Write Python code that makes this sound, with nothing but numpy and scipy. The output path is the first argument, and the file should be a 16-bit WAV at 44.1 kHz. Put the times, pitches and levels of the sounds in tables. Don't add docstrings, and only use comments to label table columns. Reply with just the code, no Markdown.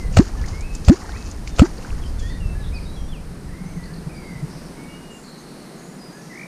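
import sys
import numpy as np
from scipy import signal
from scipy.fft import rfft, irfft
from scipy.io import wavfile
from scipy.ndimage import uniform_filter1d

SR = 44100
rng = np.random.default_rng(int(sys.argv[2]) if len(sys.argv) > 2 else 0)


def to_linear_factor(level_db):
    exponent = np.asarray(level_db, float) / 20
    return 10 ** exponent


def transcribe(u):
    v = np.clip(np.atleast_2d(u).T, -1, 1)
    q = np.round(v * 32767).astype(np.int16)
    wavfile.write(sys.argv[1], SR, q)


N = 285318


def rms_one(x):
    return x / np.sqrt(np.mean(x ** 2))


def coloured(x, points):
    hz, db = np.transpose(points)
    f = np.maximum(np.arange(len(x) // 2 + 1) * SR / len(x), 1)
    gain = to_linear_factor(np.interp(np.log(f), np.log(hz), db))
    return rms_one(irfft(rfft(x) * gain, len(x)))


def band(x, hz, width_hz):
    f = np.arange(len(x) // 2 + 1) * SR / len(x)
    bell = np.exp(-((f - hz) / width_hz) ** 2 * 2)
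    return rms_one(irfft(rfft(x) * bell, len(x)))


def walk(rate_hz):
    hold = int(SR / rate_hz)
    steps = np.repeat(rng.standard_normal(N // hold + 1), hold)
    return uniform_filter1d(uniform_filter1d(steps, hold), hold)[:N]


def add(out, s, x):
    i = max(int(s * SR), 0)
    out[i:i + len(x)] += x[:N - i]


def curve(rows):
    s, *columns = np.transpose(rows)
    t = np.arange(s[0], min(s[-1], (N - 1) / SR), 1 / SR)
    return s[0], t, *(np.interp(t, s, c) for c in columns)


def fade(count, seconds):
    i = np.arange(count)
    to_end = np.minimum(i, count - i) / (seconds * SR)
    return np.sin(np.pi / 2 * np.clip(to_end, 0, 1)) ** 2


def decay(t, t60_s):
    return np.exp(-np.log(1000) * t / t60_s)


def swell(s, rise_s, t60_s):
    t = np.arange(N) / SR - s
    return np.exp(np.where(t < 0, t / rise_s, -np.log(1000) * t / t60_s))


# share_of_open_time, peak_db
OPEN_SWELL = [(0, -20), (.2, -5.5), (.36, 0)]
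TROUGH_AT = .6
# share_of_open_time, peak_db
CLOSING = [(.8, -4), (1, .5)]
# after_shutting_s, peak_db
FIRST_SWINGS = [(.002, 3.5), (.006, 2.5), (.0095, -3.5)]
# share_of_life, peak_db
FADING = [(.88, -19.5), (1, -27)]


def pocket(shut_s, opening, pinched):
    open_s, first_hz, last_hz, trough_db = opening
    life_s, low_hz, top_hz, climb_s, later_db = pinched
    t = np.arange(-int(open_s * SR), int(life_s * SR)) / SR
    opened = np.clip(1 + t / open_s, 0, 1)
    deepening_hz = first_hz + (last_hz - first_hz) * (1 - np.cos(np.pi * opened)) / 2
    rising_hz = top_hz - (top_hz - low_hz) * np.exp(-t / climb_s)
    hz = np.where(t < 0, deepening_hz, rising_hz)
    open_shares = OPEN_SWELL + [(TROUGH_AT, trough_db)] + CLOSING
    while_open = [((share - 1) * open_s, db) for share, db in open_shares]
    life_shares = [(0.46, later_db)] + FADING
    once_shut = FIRST_SWINGS + [(share * life_s, db) for share, db in life_shares]
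    db = np.interp(t, *np.transpose(while_open + once_shut))
    turns = np.cumsum(hz) / SR
    turns -= np.interp(0, t, turns)
    return shut_s - open_s, to_linear_factor(db) * np.cos(2 * np.pi * turns) * fade(len(t), 0.0015)


SHUT_S = [.1915, .8968, 1.6176]
# open_s, first_pitch_hz, last_pitch_hz, last_trough_peak_db
OPENING = [(.021, 118, 68, -2), (.020, 104, 42, 2), (.0256, 96, 45, -5.5)]
# life_s, first_pitch_hz, final_pitch_hz, climb_time_constant_s,
# peak_db at 0.46 of its life
PINCHED = [(.035, 90, 400, .0095, -10), (.050, 170, 455, .033, -4), (.042, 180, 380, .0135, -10.5)]


def pockets():
    out = np.zeros(N)
    for stroke in zip(SHUT_S, OPENING, PINCHED):
        add(out, *pocket(*stroke))
    return out


# peak_s, hiss_level_db, t60_s, blade_ring_gain_db
SLAPS = [(0.1705, -23, 0.02, -11.5), (0.173, -13.5, 0.022, -18), (0.182, -27, 0.026, -37),
         (.187, -19.5, 0.041, -38), (0.195, -38, 0.072, -31), (0.886, -13.5, 0.025, -13.5),
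         (.897, -19.5, 0.022, -26), (1.577, -47, 0.03, -37), (1.586, -28, 0.033, -24),
         (1.595, -14, 0.027, -8), (1.605, -27.5, 0.064, -31), (1.621, -26.5, 0.049, -34)]
SLAP_RISE_S = 0.0027
# frequency_hz, density_db
SLAP_COLOUR = [(350, -14), (600, 8.5), (915, -7.5), (1320, -2.5), (1600, -8), (1830, -6.5), (2540, -7),
               (3710, -11), (4490, -6.5), (5580, -12), (7130, -11), (8630, -16), (10000, -40), (13300, -31),
               (15500, -42)]
# pitch_hz, relative_level_db, t60_s
BLADE = [(520, 1, 0.03), (1303, -1.5, 0.031), (2600, 1.5, 0.0062), (4600, -21, 0.037), (6760, -31, .013)]


def slaps():
    out = np.zeros(N)
    hiss = coloured(rng.standard_normal(N), SLAP_COLOUR)
    after = np.arange(SR // 8) / SR
    blade = sum(to_linear_factor(db) * np.sin(2 * np.pi * hz * after) * decay(after, t60) for hz, db, t60 in BLADE)
    for s, hiss_db, t60, ring_db in SLAPS:
        out += to_linear_factor(hiss_db) * swell(s, SLAP_RISE_S, t60) * hiss
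        add(out, s, to_linear_factor(ring_db) * blade)
    return out


def grains(rate_hz, spread_db):
    hits = rng.random(N) < rate_hz / SR
    return hits * rng.standard_normal(N) * to_linear_factor(spread_db * rng.exponential(size=N))


def bubble(hz, cycles, glide):
    turns = np.arange(int(3 * cycles / hz * SR)) * hz / SR
    ring = np.sin(2 * np.pi * turns * (1 + glide * turns / cycles / 2))
    return ring * np.exp(-2 * turns / cycles) * (1 - np.exp(-2 * turns))


def trickle_bubbles():
    wet_s = 2.5
    out = np.zeros(N)
    for when, size, loud in rng.random((2500, 3)):
        ring = bubble(650 * 3.02 ** size, 7.7, 0.266)
        add(out, when * wet_s, to_linear_factor(14 * loud ** 4) * ring)
    return out / np.sqrt(np.mean(out[:int(wet_s * SR)] ** 2))


# frequency_hz, density_db
SPRAY_COLOUR = [(1180, -34), (2000, -18), (2120, 4.5), (3100, 6), (3460, 0), (4590, 11), (6870, 10.5),
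                (7610, 2.5), (8880, -62), (10200, -48), (12300, -26), (14700, -28), (15500, -33)]
# peak_s, spray_level_db, trickle_level_db, rise_e_fold_s, t60_s
SHOWERS = [(0.0, -46.5, -60, .01, .25), (.15, -40, -64, 0.018, .3), (.205, -40, -36, .01, 0.58),
           (.39, -55, -46, .05, 0.34), (.48, -44, -43.5, 0.07, 0.74), (.748, -47, -66, .02, 0.41),
           (.872, -40.5, -50, 0.019, .2), (.915, -42.5, -40.5, .01, 1.7), (1.15, -50, -46, .05, 0.35),
           (1.307, -49.5, -71, 0.14, .5), (1.477, -38, -54, 0.0055, .15), (1.575, -43.5, -53, .02, 0.17),
           (1.662, -40, -36, 0.025, 0.14), (1.72, -49, -60, .03, 1.6), (1.845, -49, -43.5, 0.069, 1.1),
           (1.99, -54, -57, .03, 0.31), (2.197, -44.5, -66, 0.0064, 0.72)]
GURGLE_DB, GURGLE_AFTER_S, GURGLE_RISE_S, GURGLE_T60_S = -31.5, 0.011, 0.0029, 0.1


def showers():
    spray = coloured(grains(6000, 1.3), SPRAY_COLOUR) * to_linear_factor(3.2 * walk(59.57))
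    trickle = trickle_bubbles()
    spray_power, trickle_power = np.zeros(N), np.zeros(N)
    for s in SHUT_S:
        gurgle = to_linear_factor(GURGLE_DB) * swell(s + GURGLE_AFTER_S, GURGLE_RISE_S, GURGLE_T60_S)
        trickle_power += gurgle ** 2
    for s, spray_db, trickle_db, rise, t60 in SHOWERS:
        power = swell(s, rise, t60) ** 2
        spray_power += to_linear_factor(2 * spray_db) * power
        trickle_power += to_linear_factor(2 * trickle_db) * power
    return np.sqrt(spray_power) * spray + np.sqrt(trickle_power) * trickle


# start_s, onset_level_db, centre_hz
TICKS = [(0.1256, -40, 6670), (0.284, -40, 5740), (0.414, -39, 4370), (0.461, -36, 5570),
         (0.4836, -31.5, 5300), (0.5474, -45, 4870), (0.6085, -35, 6400), (0.7506, -29.5, 6560),
         (0.848, -31, 5500), (1.036, -41, 6850), (1.313, -33, 5900), (1.475, -32, 5500),
         (1.5633, -45, 4150), (1.8214, -50, 5860), (2.1944, -42, 6540)]
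TICK_WIDTH_HZ, TICK_DECAY_S = 2900, 0.0047


def ticks():
    out = np.zeros(N)
    after = np.arange(SR // 20) / SR
    for s, db, hz in TICKS:
        noise = rng.standard_normal(len(after))
        body = band(noise, hz, TICK_WIDTH_HZ)
        sheen = to_linear_factor(-24) * band(noise, 15800, 1700)
        add(out, s, to_linear_factor(db) * (body + sheen) * np.exp(-after / TICK_DECAY_S))
    return out


# start_s, gain_db, starting_pitch_hz, decay_cycles (two e-folds)
BUBBLES = [(.140, -29, 2500, 6), (.353, -31, 1080, 8.8), (.396, -31, 2680, 6), (.440, -29.5, 1880, 17),
           (1.025, -31, 1000, 6), (1.044, -30, 860, 8), (1.092, -26, 1410, 9.4), (1.093, -26, 706, 5),
           (1.14, -33, 1075, 12), (1.112, -37, 4000, 9), (1.121, -29.5, 3500, 6.5), (1.163, -31, 1780, 14),
           (1.172, -32, 3970, 10), (1.226, -29, 4100, 8.4), (1.475, -23.5, 2140, 9.1),
           (1.564, -30, 3600, 8), (1.782, -30, 4300, 12), (1.786, -28.5, 466, 8.7), (1.826, -36, 2600, 8),
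           (1.848, -25, 1400, 8.4), (1.852, -35, 750, 10), (1.905, -25, 2360, 4.5), (1.980, -30, 1620, 4),
           (2.038, -31, 2600, 6.7)]


def drops():
    out = np.zeros(N)
    for s, db, hz, cycles in BUBBLES:
        add(out, s, to_linear_factor(db) * bubble(hz, cycles, 0.19))
    return out


# start_s, length_s, start_pitch_hz, middle_pitch_hz, end_pitch_hz,
# start_level_db, end_level_db
WHISTLES = [ (0, .1, 2125, 2015, 1970, -44.5, -53), (.365, .072, 1800, 1720, 1694, -48, -54),
            (.43, .027, 1700, 1870, 2500, -48, -46), (.525, .098, 2080, 2195, 2270, -45, -50),
            (.613, .033, 2250, 2440, 2594, -50, -45), (.636, .14, 2594, 2588, 2580, -44.5, -56),
            (1.04, .092, 1835, 1840, 1870, -57, -47), (1.122, .044, 1860, 2230, 2545, -46, -49),
            (1.156, .16, 2540, 2595, 2540, -47, -66), (1.505, .065, 3680, 3610, 3540, -60, -55),
            (2.015, .06, 3470, 3170, 3080, -51, -48), (2.15, .075, 1250, 1500, 1780, -62, -50),
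            (2.215, .068, 1740, 1840, 1860, -50, -42), (2.292, .042, 1750, 2000, 1600, -45, -46),
            (2.341, .047, 1800, 1930, 1740, -46, -51), (2.182, .085, 3640, 3300, 3370, -50, -52),
            (2.255, .14, 3340, 3620, 3600, -49, -58), (2.4, .06, 2870, 2740, 2665, -48, -50),
            (2.45, .1, 2675, 2650, 2650, -50, -53), (2.545, .115, 1660, 1710, 1610, -47, -54),
            (2.721, .018, 2130, 2410, 2520, -50, -44), (2.732, .054, 2520, 2500, 2460, -44, -42),
            (2.779, .017, 2480, 2370, 1950, -41, -43), (2.96, .08, 3450, 3220, 3310, -47, -60),
            (3.078, .042, 3560, 3470, 3420, -53, -53), (3.115, .085, 3560, 2670, 2300, -44, -55),
            (3.757, .03, 2325, 2080, 1960, -54, -50), (3.779, .078, 1970, 1960, 2030, -51, -48),
            (3.848, .044, 2030, 1800, 1620, -48, -55), (3.885, .105, 1610, 1770, 1850, -52, -55),
            (4.76, .09, 2150, 2200, 2240, -55, -49), (4.84, .15, 2237, 2265, 2270, -49, -57),
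            (4.88, .3, 2825, 2870, 2795, -52.5, -51.5), (6.12, .15, 1615, 1720, 1715, -52, -57)]
HOARSE_NOTES = [ (2.6, .062, 4050, 3740, 3320, -55, -52), (2.735, .043, 5250, 4900, 4350, -52, -38),
                (2.85, .12, 3740, 3890, 3980, -50, -56), (2.94, .16, 5520, 5740, 5700, -59, -60),
                (3.478, .1, 1705, 1950, 2095, -52, -52), (3.57, .18, 2080, 2170, 2200, -51, -58),
                (3.65, .18, 6100, 6300, 6400, -59, -61), (4.09, .15, 2520, 2300, 2200, -52, -49),
                (4.23, .14, 2215, 2120, 2045, -49, -46.5), (4.36, .09, 2050, 2030, 2016, -47, -59),
                (4.14, .27, 4830, 4700, 4750, -51, -63), (5.98, .045, 5150, 4990, 4890, -60, -48),
                (6.017, .18, 4890, 4885, 4890, -47.5, -61)]
CLEAR_WAVER_HZ, HOARSE_WAVER_HZ, NOTE_EDGE_S = 12, 90, .008


def whistles():
    out, waver, flutter = np.zeros(N), walk(250), walk(70)
    for rows, waver_hz in ((WHISTLES, CLEAR_WAVER_HZ), (HOARSE_NOTES, HOARSE_WAVER_HZ)):
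        for s, length, start_hz, middle_hz, end_hz, start_db, end_db in rows:
            u = np.linspace(0, 1, int(length * SR))
            i = np.arange(len(u)) + int(s * SR)
            bend = np.polyfit([0, .5, 1], [start_hz, middle_hz, end_hz], deg=2)
            hz = np.polyval(bend, u) + waver_hz * waver[i]
            tone = np.sin(2 * np.pi * np.cumsum(hz) / SR)
            db = start_db + (end_db - start_db) * u + 1.5 * flutter[i]
            add(out, s, np.sqrt(2) * to_linear_factor(db) * tone * fade(len(u), NOTE_EDGE_S))
    return out


# time_s, pitch_hz, level_db, pitch_swing_hz
TRILL = [(6.295, 2040, -52, 5), (6.315, 1980, -43, 10), (6.33, 1930, -43, 100), (6.35, 1926, -46, 210),
         (6.39, 2080, -41.5, 280), (6.435, 2116, -42.5, 290), (6.465, 2060, -56, 270)]
TRILL_RATE_HZ, TRILL_TOP_S = 51.7, 4.6
TRILL_LEAD, TRILL_THROB_DB = 0.11, 7


def trill():
    out = np.zeros(N)
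    s, t, hz, db, swing_hz = curve(TRILL)
    beat = 2 * np.pi * (t - TRILL_TOP_S) * TRILL_RATE_HZ
    chirp = np.sin(2 * np.pi * np.cumsum(hz + swing_hz * np.cos(beat)) / SR)
    throb_db = TRILL_THROB_DB * swing_hz / swing_hz.max() * np.cos(beat + 2 * np.pi * TRILL_LEAD)
    add(out, s, np.sqrt(2) * to_linear_factor(db + throb_db) * chirp * fade(len(t), .004))
    return out


# start_s, end_s, centre_hz, width_hz, starting_level_db
FAR_BIRDS = [(2.049, 2.116, 5030, 900, -50), (2.282, 2.374, 4430, 600, -51.5),
             (2.622, 2.703, 3700, 700, -49), (2.735, 2.92, 4670, 1100, -53), (4.49, 4.7, 5140, 1400, -51.5),
             (5.098, 5.323, 7200, 1200, -55), (5.23, 5.3, 4430, 500, -51), (5.27, 5.416, 4180, 450, -50),
             (5.36, 5.875, 4280, 600, -55), (5.368, 5.44, 6460, 500, -54), (5.768, 5.86, 6630, 600, -54),
             (5.83, 5.98, 6940, 500, -56), (6.117, 6.247, 6450, 600, -57), (6.2, 6.473, 5640, 2200, -52.5)]
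FAR_RATTLES = [(3.817, 3.903, 4440, 500, -46), (3.92, 4.01, 4450, 600, -46)]
RATTLE_RATE_HZ = 46


def far_birds():
    out = np.zeros(N)
    for rows, throb_hz in ((FAR_BIRDS, 0), (FAR_RATTLES, RATTLE_RATE_HZ)):
        for s, end, hz, width_hz, db in rows:
            t = np.arange(int((end - s) * SR)) / SR
            throb = (1 + np.cos(2 * np.pi * throb_hz * t)) / 2
            blur = band(rng.standard_normal(len(t)), hz, width_hz)
            add(out, s, to_linear_factor(db - 4 * t / t[-1]) * blur * throb * fade(len(t), 0.018))
    return out


TREES_T60_S, TREES_DB, TREES_DELAY_S = 0.4, -8.5, .025


def birds():
    song = whistles() + trill() + far_birds()
    t = np.arange(SR // 2) / SR
    echoes = rng.standard_normal(len(t)) * decay(t, TREES_T60_S) * (t > TREES_DELAY_S)
    echoes *= to_linear_factor(TREES_DB) / np.sqrt(np.sum(echoes ** 2))
    return song + signal.fftconvolve(song, echoes)[:N]


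# time_s, rumble_level_db, hollow_note_level_db
LOW_RUMBLE = [(0.0, -28.5, -47), (0.18, -18, -33), (0.29, -30.5, -48), (0.45, -21, -39.5), (0.7, -29, -58),
              (0.83, -23, -39), (0.95, -36, -58), (1.19, -27.5, -56), (1.75, -32.5, -56), (2.03, -24, -50),
              (2.41, -24, -37), (2.74, -25.5, -44), (3.06, -30, -40), (3.69, -35.5, -39.5),
              (4.43, -38.5, -41.5), (4.74, -46, -45), (5.6, -55, -54), (6.47, -64, -44.5)]
# frequency_hz, density_db
RUMBLE_COLOUR = [(8.8, -39), (15, 5.5), (43, 3.5), (68, 0.5), (150, -14), (327, -30.5), (378, -36),
                 (425, -52.5), (500, -28.5), (650, -43), (1100, -120)]


def low_rumble():
    out = np.zeros(N)
    s, t, rumble_db, hollow_db = curve(LOW_RUMBLE)
    rumble = coloured(rng.standard_normal(N), RUMBLE_COLOUR) * to_linear_factor(1.7 * walk(21.88))
    hollow = band(rng.standard_normal(N), 166, 60) * to_linear_factor(1.4 * walk(20))
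    add(out, s, to_linear_factor(rumble_db) * rumble[:len(t)] + to_linear_factor(hollow_db) * hollow[:len(t)])
    return out


# time_s (a quarter of the length in), peak_db, pitch_hz, length_s
PUFFS = [(2.457, -11, 65, 0.018), (2.572, -15.5, 61.9, 0.032), (3.609, -27, 185, 0.036),
         (3.652, -24, 160, 0.034), (3.766, -21, 170, 0.042), (3.919, -29.5, 150, 0.036),
         (4.067, -20, 153, 0.032), (4.349, -26, 141, 0.043), (4.426, -18.5, 151, 0.047),
         (4.55, -31, 151, 0.04)]


def puffs():
    out = np.zeros(N)
    for s, db, hz, length in PUFFS:
        t = np.arange(int(length * SR)) / SR
        hump = np.sin(np.pi * t / length) ** 2
        add(out, s - length / 4, to_linear_factor(db) * hump * np.cos(2 * np.pi * hz * (t - length / 2)))
    return out


# frequency_hz, density_db
AIR = [(50, -51), (85, -63), (143, -0.5), (194, -1.5), (334, -6.5), (483, -10.5), (539, -13.5),
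       (1860, -22.5), (3420, -32), (4150, -28), (5050, -28), (7470, -33.5), (8890, -28), (14000, -43),
       (15300, -47)]
AIR_DB = -39


def air():
    return to_linear_factor(AIR_DB + 0.81 * walk(3.63)) * coloured(rng.standard_normal(N), AIR)


def scene():
    plops = pockets() + slaps()
    water = showers() + ticks() + drops()
    return (plops + water + birds() + low_rumble() + puffs() + air())[None]


def roll_off(x):
    return signal.sosfilt(signal.butter(12, 15640, fs=SR, output="sos"), x)


def record(dry):
    top_hz = 15100
    low_pass = signal.ellip(8, .2, 40, top_hz, fs=SR, output="sos")
    dull = signal.sosfilt(low_pass, dry)
    mix = np.clip(dull, -1, 1)
    return roll_off(mix)


dry = scene()
out = record(dry)
transcribe(out)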